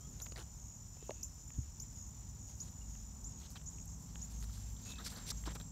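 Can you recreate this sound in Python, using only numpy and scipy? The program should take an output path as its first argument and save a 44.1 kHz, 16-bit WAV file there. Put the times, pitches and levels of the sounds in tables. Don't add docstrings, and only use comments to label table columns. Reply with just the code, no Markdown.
import sys
import numpy as np
from scipy import signal
from scipy.fft import rfft, irfft, next_fast_len
from scipy.io import wavfile
from scipy.ndimage import map_coordinates

SR = 44100
rng = np.random.default_rng(int(sys.argv[2]) if len(sys.argv) > 2 else 0)


def amplitude_ratio(level_db):
    exponent = np.asarray(level_db, float) / 20
    return 10 ** exponent


def materialize(psi):
    bounded = np.clip(np.atleast_2d(psi).T, -1, 1)
    quanta = np.round(bounded * 32767).astype(np.int16)
    wavfile.write(sys.argv[1], SR, quanta)


N = 251811


def curve(rows, column=1):
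    rows = np.array(rows)
    return np.interp(np.arange(N) / SR, rows[:, 0], rows[:, column])


def seconds(length):
    return np.arange(int(length * SR)) / SR


def unit(x):
    return x / np.sqrt(np.mean(x ** 2) + 1e-20)


def wobble(rate, size=N):
    knots = rng.standard_normal(int(size * rate / SR) + 4)
    return map_coordinates(knots, [np.arange(size) * rate / SR])


def noise(points, size=N):
    m = next_fast_len(size + 2048)
    f, db = np.transpose(points)
    log_hz = np.log(np.fft.rfftfreq(m, 1 / SR) + 1)
    gain = amplitude_ratio(np.interp(log_hz, np.log(f + 1), db, -120, -120))
    return unit(irfft(rfft(rng.standard_normal(m)) * gain, m)[:size])


def add(track, s, sound):
    part = track[max(round(s * SR), 0):][:len(sound)]
    part += sound[:len(part)]


def voice(hz, overtone_db):
    turn = 2 * np.pi * np.cumsum(hz) / SR
    return np.sin(turn) + amplitude_ratio(overtone_db) * np.sin(2 * turn)


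def scattered(x, wet_db, t60):
    t = seconds(t60)
    tail = rng.standard_normal(len(t)) * amplitude_ratio(-60 * t / t60)
    return x + amplitude_ratio(wet_db) * signal.fftconvolve(x, tail / np.linalg.norm(tail))[:N]


# pitch_hz, level_db (per Hz)
AIR_SPECTRUM = [(900, -2), (1300, 4.5), (2200, 0.5), (4500, -3), (7000, -7), (8700, -4.5), (10500, -9),
                (12500, -10), (14200, -1.5), (15800, -12)]
# time_s, level_db
STIR = [(0, -73.5), (.25, -71), (.62, -75.5), (1.81, -73.5), (2.3, -73.5), (3.04, -72.5), (3.96, -73),
        (4.45, -65.5), (4.83, -68), (5.06, -60), (5.44, -66), (5.57, -70), (5.71, -74)]


def air():
    stir_db = curve(STIR)
    mid_db = stir_db - 2.0 + 2.45 * wobble(40)
    mid = amplitude_ratio(mid_db) * noise([(1300, -2.0), (2200, -3.5), (3800, -1), (5500, 0.5), (8000, -6.0)])
    high_db = -75.5 + 0.76 * (stir_db + 73.0) + 2.0 * wobble(40)
    high = amplitude_ratio(high_db) * noise([(6500, -8), (9000, 7.5), (11000, 8.0), (13500, 7.0), (15800, 2)])
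    return amplitude_ratio(-75.5) * noise(AIR_SPECTRUM) + mid + high


# pitch_hz, level_db (per Hz)
DEEP_SPECTRUM = [(12, -75), (20, -29), (38, -6), (54, 3), (102, -6), (119, -14.5), (140, -3.5), (180, -43),
                 (310, -120)]
# pitch_hz, level_db (per Hz)
ROAD_SPECTRUM = [(65, -6), (110, -10), (119, -3.5), (253, -13.5), (296, -18.5), (450, -26.5), (580, -30.5),
                 (990, -120)]
# pitch_hz, level_db (per Hz)
TYRE_SPECTRUM = [(300, -4.5), (500, -1.5), (950, 3.5), (1300, -5.5), (2200, -42), (4000, -50)]
# multiple, level_db
ENGINE_ORDERS = [(2, -62.5), (5, -56.5), (7, -72.5), (8, -62.5), (9, -67), (10, -64.5), (11, -69.5),
                 (12, -69), (13, -72.5)]
# pitch_hz, width_hz, level_db
ENGINE_HUM = (55.5, 4.2, -54.5)
# time_s, level_db
APPROACH = [(0, -5), (1.7, -7), (2.3, -1), (3.5, -1.5), (4.5, 2), (5.71, 2)]


def traffic():
    near_db = curve(APPROACH)
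    firing_hz = 20.61 * (1 + 0.004 * wobble(1.49))
    turn = 2 * np.pi * np.cumsum(firing_hz) / SR
    orders = np.zeros(N)
    for multiple, db in ENGINE_ORDERS:
        phase = rng.uniform(0, 2 * np.pi)
        orders += amplitude_ratio(db + 2.56 * wobble(2.595)) * np.sin(multiple * turn + phase)
    hz, width_hz, db = ENGINE_HUM
    hum = amplitude_ratio(db) * noise([(hz - width_hz, -20), (hz, 0), (hz + width_hz, -20)])
    deep = amplitude_ratio(-52.5 + 0.14 * near_db + 0.29 * wobble(5.88)) * noise(DEEP_SPECTRUM)
    road = amplitude_ratio(-60 + 0.22 * near_db + 2.5 * wobble(9.8)) * noise(ROAD_SPECTRUM)
    tyres = amplitude_ratio(-71 + 0.35 * near_db + wobble(4.67)) * noise(TYRE_SPECTRUM)
    return deep + road + tyres + amplitude_ratio(near_db) * (orders + hum)


# pitch_hz, level_db (per Hz)
CHORUS_SPECTRUM = [(4600, -53), (4900, -18), (5100, -9), (6000, -1.5), (6600, -2), (7150, 0), (7400, -2.5),
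                   (7600, -6.5), (8200, -20), (8450, -26)]


def chorus():
    return amplitude_ratio(-64.5 + 1.5 * wobble(30)) * noise(CHORUS_SPECTRUM)


# start_s, length_s
PAUSES = [
    (2.37, .22),
    (3.58, 0.17),
]


def katydid():
    t = np.arange(N) / SR
    edge_s = .06
    resting = np.zeros(N)
    for s, length in PAUSES:
        resting += np.clip(np.minimum(t - s, s + length - t) / edge_s + .5, 0, 1)
    buzz = 1 + 0.6 * np.cos(2 * np.pi * 84.0 * t)
    band = noise([(11600, -15), (12200, -16), (12500, 7), (12900, -8), (13600, -53)])
    return amplitude_ratio(-85 - 8 * resting) * buzz * band


def swarm(count=9):
    low_hz, high_hz, dip_hz = 5200, 7000, 250
    out, t = np.zeros(N), np.arange(N) / SR
    for k, (spread, pace, start) in enumerate(rng.random(size=(count, 3))):
        cycle = t * (30 + 30 * pace) + start
        u = np.clip((cycle % 1 - .5) * 3, -1, 1)
        hz = low_hz + (high_hz - low_hz) * (k + spread) / count - dip_hz * u
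        stroke = np.cos(np.pi / 2 * u) * amplitude_ratio(3 * wobble(6))
        out += stroke * np.sin(2 * np.pi * np.cumsum(hz) / SR)
    return amplitude_ratio(-68.5) * unit(scattered(out, wet_db=-5, t60=.08))


# pulse_s (time of one pulse), rate_hz, end_dip_hz, slope_hz (across a pulse),
# sounding_share (of the cycle), overtone_db
TRILLERS = [
    (2.335, 49.1, 480, -160, .8, -21),
    (2.4917, 49.6, 400, 0, .75, -40),
    (3.960, 46.83, 750, 350, .9, -34),
    (.7195, 32.87, 100, -600, .65, -40),
]
# time_s, top_pitch_hz, level_db
SONGS = [
    [(0, 7190, -62.5), (2, 7160, -62.5), (3.22, 7130, -62), (3.3, 7130, -90)],
    [(0, 8080, -76.5), (1.9, 8020, -79), (3.3, 8050, -74), (4.1, 8050, -76.5), (5.71, 8100, -85)],
    [(3.1, 7250, -90), (3.3, 7300, -68), (3.8, 7400, -64), (4.6, 7420, -63.5), (5, 7500, -64.5),
     (5.4, 7600, -62), (5.71, 7620, -60.5)],
    [(0, 5950, -72.5), (2, 5870, -71), (4.3, 5850, -71.5), (4.7, 6000, -69), (5.71, 5950, -72)],
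]


def trills():
    out = np.zeros(N)
    for (s, rate, dip_hz, slope_hz, share, overtone_db), song in zip(TRILLERS, SONGS):
        cycle = (np.arange(N) / SR - s) * rate + .04 * wobble(3)
        u = np.clip(((cycle + .5) % 1 - .5) / share * 2, -1, 1)
        hz = curve(song) - dip_hz * u ** 2 + slope_hz / 2 * u
        hz += 25 * wobble(80) + 45 * wobble(400)
        uneven_db = 1.5 * wobble(300) + 1.1 * wobble(45) + .8 * wobble(4)
        stroke = np.cos(np.pi / 2 * u) ** .5 * amplitude_ratio(uneven_db)
        out += amplitude_ratio(curve(song, column=2)) * unit(stroke * voice(hz, overtone_db))
    return scattered(out, wet_db=-7, t60=.07)


# start_s, level_db, length_s
HIGH_CALLER = [(0.229, -59, 0.1), (0.682, -61.5, 0.089), (1.113, -63, 0.11), (1.518, -60, 0.12),
               (1.956, -58.5, 0.089), (2.399, -61, 0.12), (2.856, -64, 0.089), (3.291, -59.5, .12),
               (3.73, -59, .1), (4.149, -60.5, 0.073), (4.835, -59.5, .11)]
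# start_s, level_db, length_s
LOW_CALLER = [(.11, -63.5, 0.098), (.572, -61, 0.1), (1.062, -60, .091), (1.551, -62.5, 0.067),
              (2.008, -61.5, 0.087), (2.47, -63, 0.088), (2.932, -61, 0.086), (3.415, -65, 0.1),
              (3.876, -62, 0.095), (4.333, -61.5, .095), (4.822, -62.5, .1), (5.33, -67, 0.12)]


def chirps():
    out = np.zeros(N)
    for caller, pitch_hz, octave_db in ((HIGH_CALLER, 6700, -31), (LOW_CALLER, 6530, -22)):
        for s, db, length in caller:
            t = seconds(length)
            u = t * 74.5 % 1
            stroke = np.sin(np.pi * np.clip(u / .6, 0, 1)) ** .7 * amplitude_ratio(1.3 * wobble(81, size=len(t)))
            hz = pitch_hz - 250 * (u - .35) + 25 * wobble(150, size=len(t))
            add(out, s, amplitude_ratio(db + 8.5) * stroke * voice(hz, octave_db))
    return scattered(out, wet_db=-10, t60=0.14)


# start_s, length_s, start_hz, end_hz, level_db
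FAR_NOTES = [
    (0, .08, 3080, 3400, -74),
    (0, .09, 1270, 1270, -71),
    (.36, .078, 2950, 3020, -71),
    (.97, .15, 2580, 2760, -76),
    (1.115, .1, 2720, 2770, -75),
    (1.12, .15, 2570, 2580, -77),
    (2.812, .013, 2850, 2850, -63),
    (4.858, .14, 2620, 2600, -62),
]


def far_notes():
    out = np.zeros(N)
    for s, length, start_hz, end_hz, db in FAR_NOTES:
        hz = np.linspace(start_hz, end_hz, int(length * SR))
        hz = hz + 35 * wobble(300, size=len(hz))
        shape = np.hanning(len(hz)) ** .25 * amplitude_ratio(db + 2 * wobble(150, size=len(hz)))
        add(out, s, shape * voice(hz, overtone_db=-40))
    return scattered(out, wet_db=-7.5, t60=.17)


# start_s, start_hz, top_hz, length_s, level_db
CHIPS = [
    (0.216, 4640, 7230, 0.038, -45.5),
    (1.228, 4670, 7380, 0.025, -43.5),
    (1.797, 4480, 7230, 0.012, -45),
    (1.819, 7110, 7240, 0.018, -47),
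    (2.6, 4390, 7050, 0.036, -45),
    (3.2400, 4640, 7200, 0.047, -45),
    (3.659, 4850, 7120, 0.04, -47.5),
    (4.213, 4810, 7070, 0.042, -46),
    (4.894, 5220, 7320, 0.034, -56),
    (5.370, 5300, 7030, 0.015, -56),
]
FLICKS_DB = [3, 6, 3, 2, 3, -2, -3, -2, -3, 7]
# delay_s, level_db
ECHOES = [
    (.0019, -16),
    (.004, -21),
    (.0068, -19),
    (.0135, -19),
    (.021, -25),
]


def bird():
    flick_s, settle_s, settle_share = 0.00479, 0.01095, 0.232
    out = np.zeros(N)
    for (s, start_hz, top_hz, length, db), flick_db in zip(CHIPS, FLICKS_DB):
        t = seconds(length)
        flick = np.exp(-(t / flick_s * (1 + 0.041 * s)) ** 1.5)
        settle = np.exp(-t / settle_s)
        hz = top_hz - (top_hz - start_hz) * ((1 - settle_share) * flick + settle_share * settle)
        hz += 35 * s * wobble(246, size=len(t))
        hz -= 348 * np.exp((t - length) / 0.0018)
        edges = np.minimum(t / .004, 1) ** 1.3 * np.minimum((length - t) / .004, 1)
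        fade_db = flick_db * np.exp(-(t / .008) ** 4) - 110 * (t - .015)
        tremor_db = 3 * (1 - np.exp(-(t / .012) ** 2)) * wobble(320, size=len(t))
        overtone_db = -13 - 9 * s + (8 + 9 * s) * np.exp(-t / .007)
        chip = amplitude_ratio(db + tremor_db + fade_db) * edges * voice(hz, overtone_db)
        add(out, s, chip)
        for delay_s, echo_db in ECHOES:
            add(out, s + delay_s, amplitude_ratio(echo_db + 1.5 * s) * chip)
    return scattered(out, wet_db=-7.5, t60=.17)


# start_s, peak_db, ring_hz, t60_s
BUMPS_AND_SNAPS = [(1.026, -41, 414, 0.02), (1.0944, -24, 513, 0.011), (1.099, -38.5, 377, 0.027),
                   (1.0936, -43, 934, 0.024), (1.109, -30, 600, 0.01), (1.577, -35, 68.6, 0.36),
                   (1.584, -25.5, 118, 0.068), (1.585, -36, 237, 0.034), (3.785, -49, 2630, 0.0068),
                   (3.8, -53, 2500, 0.0043), (4.1571, -35, 1850, 0.0028), (4.157, -35, 3050, 0.0031),
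                   (5.474, -32.5, 305, 0.03), (5.475, -39.5, 1020, 0.039), (1.1062, -33, 3200, 0.0014),
                   (1.1079, -30, 2020, 0.0021), (1.1076, -37, 3900, .0015), (1.1124, -38.5, 630, 0.018),
                   (5.6135, -39.5, 3840, 0.0037), (5.6128, -39, 11500, 0.00087), (5.475, -35, 3300, .0015),
                   (5.481, -40, 3500, .0015), (5.4878, -42, 2500, .0015), (3.5045, -36, 12000, 0.00067),
                   (5.0512, -39, 4500, .001), (5.083, -33, 4000, 0.0017), (5.3175, -40, 8000, .0008),
                   (5.548, -43, 9500, .0015), (4.9356, -37, 3000, .0015), (5.513, -44, 3500, .001)]


def bumps_and_snaps():
    out, t = np.zeros(N), np.arange(SR // 4) / SR
    for s, db, hz, t60 in BUMPS_AND_SNAPS:
        onset = 1 - np.exp(-t * hz * 3)
        add(out, s, amplitude_ratio(db - 60 * t / t60) * onset * np.sin(2 * np.pi * hz * t))
    return out


# start_s, length_s, centre_hz, width_hz,
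# level_db
BLADE_SCRAPES = [(.199, .006, 3130, 500, -57.5), (0.318, 0.0056, 4330, 700, -59),
                 (0.358, .006, 4500, 600, -53), (.376, .004, 4300, 600, -57), (.4, .005, 4500, 500, -59),
                 (.361, 0.007, 1800, 500, -57), (.376, .004, 1900, 400, -54), (.4095, .004, 3100, 500, -55),
                 (.388, .008, 3000, 500, -61), (.414, 0.006, 1000, 400, -56),
                 (0.979, 0.19, 2960, 900, -74.5), (3.392, 0.031, 4220, 600, -72),
                 (3.428, 0.045, 3360, 800, -67), (3.555, 0.021, 3100, 900, -56.5),
                 (3.553, 0.016, 1100, 706, -57), (3.855, .005, 10700, 3000, -55.5),
                 (4.439, 0.01, 1200, 500, -65), (4.495, 0.0056, 1300, 400, -62.5),
                 (4.574, .008, 1300, 600, -65), (4.764, 0.0066, 3770, 600, -60.5),
                 (4.884, .045, 3700, 500, -61), (4.882, .05, 5630, 500, -61),
                 (4.918, 0.012, 3600, 500, -52), (4.955, .01, 3750, 500, -58), (4.984, .01, 3700, 450, -52),
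                 (4.982, 0.0052, 1470, 404, -51), (4.987, 0.03, 1280, 600, -55),
                 (4.998, .028, 3800, 400, -62), (5.038, 0.017, 4130, 700, -60),
                 (5.06, 0.021, 5900, 700, -56), (5.06, 0.019, 1470, 800, -53),
                 (5.117, .012, 1200, 500, -59), (5.14, 0.1, 1200, 610, -61.5),
                 (5.152, .05, 4350, 800, -57.5), (5.302, .013, 5700, 700, -44),
                 (5.301, .012, 4000, 500, -48), (5.314, .008, 1150, 600, -52),
                 (5.302, .01, 8600, 900, -51), (5.308, .006, 12700, 600, -59),
                  (5.47, .016, 1100, 450, -50), (4.924, .007, 8800, 1500, -60),
                  (5.049, .004, 10000, 4000, -56), (5.063, .006, 10000, 4000, -59),
                  (5.118, .008, 9000, 3000, -60), (5.558, 0.014, 1300, 700, -57.5),
                  (5.61, 0.0047, 3850, 900, -55), (0.379, .006, 900, 400, -59),
                  (4.819, .05, 4200, 900, -66)]


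def scrapes():
    out = np.zeros(N)
    for s, length, hz, width_hz, db in BLADE_SCRAPES:
        t = seconds(length * 1.5)
        shape = np.minimum(t / (.2 * length), 1) * np.exp(-(t / length) ** 4)
        shape *= amplitude_ratio(2 * wobble(300, size=len(t)))
        wide = 1 + width_hz / hz
        band = [(hz / wide ** 2, -22), (hz / wide, -5), (hz, 0), (hz * wide, -5), (hz * wide ** 2, -22)]
        add(out, s, amplitude_ratio(db) * shape * noise(band, size=len(t)))
    return out


def contact(length, soft, grain_db, low_db, middle_db, upper_db, high_db, top_db):
    t = seconds(length * 1.5)
    shape = np.minimum(t / (soft * length), 1) * np.exp(-(t / length) ** 4)
    shape *= amplitude_ratio(grain_db * wobble(270, size=len(t)))
    colour = np.array([(300, low_db + 7.5), (800, low_db + 0.5), (1600, low_db),
                       (2300, middle_db), (3000, middle_db), (3800, -4.5),
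                       (4600, upper_db), (5600, upper_db), (7500, high_db * 0.7),
                       (10000, high_db + 4), (15000, top_db + 3), (16000, top_db + 1.5)])
    colour[:, 1] += 1.8 * rng.standard_normal(len(colour))
    return amplitude_ratio(max(low_db, high_db, 0) * 0.035) * shape * noise(colour, size=len(t))


# start_s, peak_db (at 3.5 kHz), dullness_db (1.2 kHz over 3.5 kHz)
TICKS = [(.163, -63, -3), (0.2006, -42, -7.5), (0.2608, -48.5, -5), (0.266, -46.5, -2), (0.3212, -43, -4),
         (.359, -49, 0), (.369, -44, -5), (0.377, -47, -6), (0.383, -47, 2), (.392, -51, -5),
         (0.402, -54, 2), (0.41, -54, -15), (0.419, -60, 0), (0.427, -52, -9), (1.0955, -59, 6),
         (0.969, -53, 2), (1.026, -54, -4), (1.1066, -46, -3), (1.504, -53.5, 7), (1.5424, -61.5, 0),
         (1.633, -62, 16), (2.953, -56, 5), (3.5037, -51, -13), (3.597, -56, 8), (3.614, -55, 0),
         (4.1573, -56, 0), (4.4263, -45, -8.5), (4.9356, -49.5, 1), (5.037, -57, 0), (5.456, -46, -5),
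         (5.461, -46, -1), (5.471, -50, 6), (5.482, -43, 6), (5.488, -54, 3), (5.438, -47.5, 10),
         (5.599, -46, -8), (5.613, -50, -8)]
# start_s, length_s, peak_db, dullness_db
CRACKLES = [
    (5.127, 0.1, -76, -16),
    (5.457, 0.078, -55, -1),
]


def ticks():
    out = np.zeros(N)
    grains = []
    for s, length, db, dull_db in CRACKLES:
        for when, size in rng.random(size=(14, 2)):
            grains.append((s + when * length, db + 2.5 * (size - .5) * 2, dull_db))
    for s, db, dull_db in TICKS + grains:
        snap = contact(.003, .08, 1.2, dull_db, 1.4 * dull_db - 1, upper_db=-9.5, high_db=-19, top_db=-31)
        add(out, s, amplitude_ratio(db - 5) * snap)
    return out


# start_s, peak_db (at 3.5 kHz), dullness_db, hiss_db (10 kHz over 3.5 kHz), length_s
SCUFFS = [(.2044, -56.5, 6, -5, 0.021), (2.6, -63, -6, -10, 0.091), (2.672, -61.5, -6, -16, 0.022),
          (3.5034, -59, -1, 15, 0.028), (3.552, -55, -6, -15, 0.025), (3.818, -64, -4, 6, .004),
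          (4.0213, -63.5, -8, 10, .02), (4.0594, -70, 5, 5, 0.039), (4.4314, -52.5, -7, -11, 0.017),
          (5.1193, -56, 5, -16, 0.038), (5.1644, -53, 4, -1, 0.021), (5.456, -49.5, -5, -19, 0.026),
          (5.4745, -53.5, -5, -30, 0.032), (5.4994, -53.5, -5, -20, 0.032), (5.546, -51, -3, -4, 0.018),
          (5.5521, -49.5, 1, -22, 0.017), (5.5992, -53.5, 8, -23, 0.015)]
# start_s, peak_db (at 3.5 kHz), dullness_db, hiss_db (10 kHz over 3.5 kHz), length_s
RUBS = [(.36, -46, 2, -10, 0.066), (2.4594, -57.5, -6, -13, 0.079), (3.3946, -55.5, -11, -19, 0.058),
        (3.4408, -52, -14, -20, .03), (3.9794, -60, -8, 17, 0.067), (4.2894, -55.5, -20, -4, 0.06),
        (4.3594, -59, 2, 5, 0.14), (4.4994, -52.5, -18, -10, 0.095), (4.5601, -55, -11, -7, 0.085),
        (4.8399, -48, -7, -11, 0.062), (4.8895, -45.5, -9, -12, 0.035), (4.9872, -50.5, 8, -21, 0.051),
        (5.0894, -44, -19, -13, 0.042), (5.15, -50, -4, -16, 0.07), (5.2301, -55.5, -3, -19, .079),
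        (5.2661, -39, -16, -16, 0.045)]


def scuffs_and_rubs():
    out = np.zeros(N)
    for table, soft, trim_db in ((SCUFFS, .3, -2), (RUBS, .4, -9)):
        for s, db, dull_db, high_db, length in table:
            slide = contact(length, soft, 1.8, dull_db, dull_db / 2 - 6, high_db / 2, high_db, high_db - 12)
            add(out, s, amplitude_ratio(db + trim_db) * slide)
    return out


# start_s, peak_db (at 3.5 kHz), length_s
CRUNCHES = [
    (5.042, -41, 0.043),
    (5.058, -36, 0.025),
    (5.2635, -43, 0.024),
    (5.2874, -39.5, 0.014),
    (5.3005, -32, 0.016),
]


def crunches():
    out = np.zeros(N)
    for s, db, length in CRUNCHES:
        fold = contact(length, .2, 1.3, low_db=-15, middle_db=-14, upper_db=-1.5, high_db=-13, top_db=-25)
        add(out, s, amplitude_ratio(db - 8) * fold)
    return out


def scene():
    background = air() + traffic() + chorus() + katydid() + swarm()
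    animals = trills() + chirps() + far_notes() + bird()
    leaf = scrapes() + ticks() + scuffs_and_rubs() + crunches()
    return (background + animals + bumps_and_snaps() + leaf)[None]


def low_pass(x):
    return signal.sosfilt(signal.butter(12, 15740, fs=SR, output="sos"), x)


# pitch_hz, width_hz, level_db
PORT_NOTCH = (10380, 980, -6)


def record(dry):
    hz = np.fft.rfftfreq(N, 1 / SR)
    centre_hz, width_hz, db = PORT_NOTCH
    notch = amplitude_ratio(db * np.exp(-((hz - centre_hz) / width_hz) ** 2))
    mix = irfft(rfft(dry) * notch * (hz < 15740), N)
    return low_pass(mix)


dry = scene()
out = record(dry)
materialize(out)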